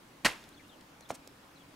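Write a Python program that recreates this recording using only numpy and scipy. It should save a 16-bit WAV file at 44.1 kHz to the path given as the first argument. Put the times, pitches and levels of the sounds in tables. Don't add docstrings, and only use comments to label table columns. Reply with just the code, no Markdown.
import sys
import numpy as np
from scipy import signal
from scipy.io import wavfile
from scipy.ndimage import uniform_filter1d

SR = 44100
rng = np.random.default_rng(int(sys.argv[2]) if len(sys.argv) > 2 else 0)


def gain_from_decibels(decibels):
    exponent = np.asarray(decibels, float) / 20
    return 10 ** exponent


def output_pcm(signal):
    pcm = np.clip(np.atleast_2d(signal).T, -1, 1) * 32767
    wavfile.write(sys.argv[1], SR, np.round(pcm).astype(np.int16))


N = 77175

# (frequency [Hz], relative level per hertz [dB])
SLAP_COLOUR = [(150, -40), (250, -9), (411, -10), (1020, -2), (1590, -3), (1990, 3), (3680, -13),
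               (4370, -1), (5650, -19), (6260, -12.5), (10800, -18.5), (15000, -39)]
# (frequency [Hz], relative level per hertz [dB])
CRINKLE_COLOUR = [(150, -40), (250, -10), (318, -6.5), (675, -8), (904, 0.5), (1170, -3.5), (2530, -4),
                  (10800, -20), (15000, -38)]
# (frequency [Hz], level [dB], time to fall 60 dB [s])
THUMP_MODES = [(75, -65, .1), (149.7, -36, 0.088), (240, -47.5, .12)]
# (frequency [Hz], level [dB], time to fall 60 dB [s])
KNOCK_BODY_MODES = [(147, -41.5, 0.063), (237, -36.5, 0.093), (690, -38.5, 0.11), (1090, -43, 0.091),
                    (2440, -26.5, 0.013)]
# (start [s], length [s], level [dB])
RUB_TIMES = [(1.084, 0.038, -47), (1.135, .03, -50.5)]
# (frequency [Hz], relative level per hertz [dB])
RUB_COLOUR = [(710, -30), (1200, 1), (1990, -13), (2600, -7), (2980, -19), (7960, 2), (15000, -21)]
# (time [s], approximate peak level [dB], centre frequency [Hz], nominal length [s])
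PLASTIC_TICKS = [(0.439, -46, 3500, 0.0054), (0.49, -46, 6500, 0.0028), (0.578, -56, 4500, .003),
                 (0.68, -56, 7500, 0.0034), (.8088, -50.5, 3440, .008), (1.0078, -46, 5450, 0.0038),
                 (1.2745, -37.5, 6360, 0.0029)]
# (time [s], level [dB], frequency [Hz])
DULL_TAPS = [(1.0098, -43.5, 705), (1.275, -43.5, 503), (1.316, -50, 402), (1.445, -46, 650)]
# (start [s], length [s], first frequency [Hz], last frequency [Hz], level before panning [dB])
BIRD_CHIRPS = [(0.513, 0.026, 2990, 4300, -67), (0.542, 0.013, 4330, 4000, -63),
               (.562, 0.028, 3590, 3290, -64), (.592, 0.0235, 2400, 1880, -57.5),
               (0.634, .025, 2860, 2650, -64), (.688, .022, 4100, 3320, -62.5),
               (0.71, 0.047, 3400, 2950, -61), (1.018, 0.0247, 4420, 3810, -63),
               (1.048, 0.019, 3280, 3670, -61), (1.555, 0.033, 4200, 3820, -64.5),
               (1.593, 0.041, 3500, 3100, -66)]
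# (frequency [Hz], relative level per hertz [dB])
HUSH_COLOUR = [(15, -43), (25, -13), (188, -5.5), (260, -7.5), (289, -2.5), (389, -12.5), (509, -10),
               (598, -13), (741, -12), (1020, -12), (4040, -22.5), (15500, -34.5)]
# (frequency [Hz], left-right likeness [1 = the same])
HUSH_LIKENESS = [(60, 1), (180, 0.99), (550, 0.54), (1650, 0.15), (4970, 0.19), (15000, 0.79)]


def evened(x):
    return x / np.sqrt(np.mean(x ** 2) + 1e-20)


def read(points, hz):
    f, value = np.transpose(points)
    return np.interp(np.log(hz + 1), np.log(f + 1), value)


def add(mix, s, sound):
    part = mix[round(s * SR):][:len(sound)]
    part += sound[:len(part)]


def fade(t, t60):
    return 10 ** (-3 * np.maximum(t, 0) / t60)


def band(x, hz, width_hz):
    return signal.lfilter(*signal.iirpeak(hz, hz / width_hz, SR), x)


def snaps(seconds, colour, per_s, cycles, spread_db, count=36):
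    n = round(seconds * SR)
    out = np.zeros(n)
    for hz in np.geomspace(colour[1][0], colour[-2][0], count):
        u = np.arange(int(3 * cycles * SR / hz)) * hz / SR
        ringing = np.sin(2 * np.pi * u) * np.exp(-2 * u / cycles)
        draw = rng.random((n, 3))
        sign = np.sign(draw[:, 1] - 0.5)
        size = gain_from_decibels(-spread_db * np.log(draw[:, 0] + 0.0082)) * sign
        often = np.minimum(per_s / count * np.sqrt(hz / 2000), SR / 2)
        hits = size * (draw[:, 2] < often / SR) / np.sqrt(often)
        train = signal.oaconvolve(hits, ringing / np.linalg.norm(ringing))[:n]
        out += gain_from_decibels(read(colour, hz)) * np.sqrt(hz) * train
    return evened(out)


def dying_modes(modes, rise_s):
    t = np.arange(SR // 2) / SR
    total = sum(gain_from_decibels(db) * np.sin(2 * np.pi * hz * t) * fade(t - rise_s, t60) for hz, db, t60 in modes)
    return total * np.minimum(t / rise_s, 1)


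def slap():
    slap_s, roll_s, swish_s = 0.2472, 0.018, 0.04
    out = np.zeros(N)
    t = np.arange(round(0.6 * SR)) / SR
    after_roll = t - roll_s

    burst = snaps(0.6, SLAP_COLOUR, per_s=30000, cycles=4.03, spread_db=2)
    burst *= gain_from_decibels(-21.5) * fade(after_roll, 0.03)
    settle = gain_from_decibels(-29.5) * fade(after_roll, 0.15) + gain_from_decibels(-46.5) * fade(after_roll, 0.74)
    tarp = snaps(0.6, CRINKLE_COLOUR, per_s=12000, cycles=3.14, spread_db=3.5) * settle
    add(out, slap_s, (burst + tarp) * np.minimum(t / 0.00025, 1))
    add(out, slap_s, dying_modes(THUMP_MODES, rise_s=0.0099))

    u = np.linspace(0, 1, round(swish_s * SR))
    low_air = evened(band(rng.standard_normal(len(u)), 220, 270))
    add(out, slap_s - swish_s, gain_from_decibels(-51) * u ** 2 * low_air)
    return out


def knock():
    knock_s, length_s, from_hz, toward_hz = 1.1039, 0.0045, 1300, 534
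    out = np.zeros(N)
    u = np.linspace(0, 1, round(length_s * SR))
    pop_hz = toward_hz + (from_hz - toward_hz) * np.exp(-3.5 * u)
    swell = np.sin(np.pi * u ** 0.61) ** 0.72
    add(out, knock_s, gain_from_decibels(-24) * swell * np.sin(2 * np.pi * np.cumsum(pop_hz) / SR))

    t = np.arange(SR // 4) / SR
    for hz, db, t60 in KNOCK_BODY_MODES:
        body = evened(band(rng.standard_normal(len(t)), hz, 0.14 * hz))
        add(out, knock_s, gain_from_decibels(db) * body * fade(t, t60) * np.minimum(t / 0.0029, 1))

    for start, length, db in RUB_TIMES:
        hiss = snaps(length, RUB_COLOUR, per_s=40000, cycles=1.24, spread_db=3.2)
        swell = np.sin(np.pi * np.linspace(0, 1, len(hiss)) ** 1.35)
        add(out, start, gain_from_decibels(db) * hiss * swell)
    return out


def ticks():
    out = np.zeros(N)
    t = np.arange(900) / SR
    for s, db, hz, length in PLASTIC_TICKS:
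        snap = evened(band(rng.standard_normal(len(t)), hz, 0.76 * hz))
        add(out, s, gain_from_decibels(db - 8.5) * snap * fade(t - length / 2, 3.0 * length))
    for s, db, hz in DULL_TAPS:
        add(out, s, gain_from_decibels(db) * np.sin(2 * np.pi * hz * t) * fade(t * hz, 6.5))
    return out


def bird():
    warble_hz, warble_depth, left_over_right_db = 69.4, 0.031, 8.5
    out = np.zeros(N)
    for start, length, from_hz, to_hz, db in BIRD_CHIRPS:
        u = np.linspace(0, 1, round(length * SR))
        glide = from_hz + (to_hz - from_hz) * u
        hz = glide * (1 + warble_depth * np.sin(2 * np.pi * warble_hz * length * u))
        blur = 1 + 0.52 * evened(uniform_filter1d(rng.standard_normal(len(u)), 60))
        swell = np.sin(np.pi * u) ** 0.51
        add(out, start, gain_from_decibels(db) * swell * blur * np.sin(2 * np.pi * np.cumsum(hz) / SR))
    return out * gain_from_decibels(np.array([[left_over_right_db], [-left_over_right_db]]) / 2)


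def hush():
    frames, hz = N // 256 + 5, np.fft.rfftfreq(1024, 1 / SR)
    a, b, c, d, patches = rng.standard_normal((frames, 513, 5)).T
    patches = evened(uniform_filter1d(uniform_filter1d(patches, 10, 0), 12, 1))
    same = np.clip(read(HUSH_LIKENESS, hz), -1, 1)[:, None]
    left = a + 1j * b
    right = same * left + np.sqrt(1 - same ** 2) * (c + 1j * d)
    spectra = np.array([left, right]) * gain_from_decibels(read(HUSH_COLOUR, hz)[:, None] + 1.3 * patches)
    air = signal.istft(spectra, nperseg=1024, noverlap=768)[1][:, :N]

    drone = rng.standard_normal(N)
    for _ in range(2):
        drone = band(drone, 281.7, 21.4)
    return gain_from_decibels(-57) * evened(air) + gain_from_decibels(-69) * evened(drone)


def field(x):
    t = np.arange(SR // 2) / SR
    near = rng.standard_normal(120) * fade(t[:120], 0.0032)
    side = gain_from_decibels(-15) * signal.oaconvolve(x, near / np.linalg.norm(near))[:N]
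    taps = rng.standard_normal((2, len(t))) * fade(t, 0.3) * np.minimum(t / 0.018, 1)
    taps = signal.lfilter([1], [1, -0.6], taps)
    far = signal.fftconvolve(x[None], taps / np.linalg.norm(taps[0]), axes=1)[:, :N]
    return np.array([x + side, x - side]) + gain_from_decibels(-22) * far


def scene():
    return field(slap() + knock() + ticks()) + bird() + hush()


def top_cut(x):
    return signal.sosfilt(signal.butter(12, 16440, fs=SR, output="sos"), x)


def record(dry):
    edge = signal.firwin(255, 15800, window=("kaiser", 9), fs=SR)[None]
    finished = signal.oaconvolve(dry, edge, "same")
    return top_cut(finished)


dry = scene()
out = record(dry)
output_pcm(out)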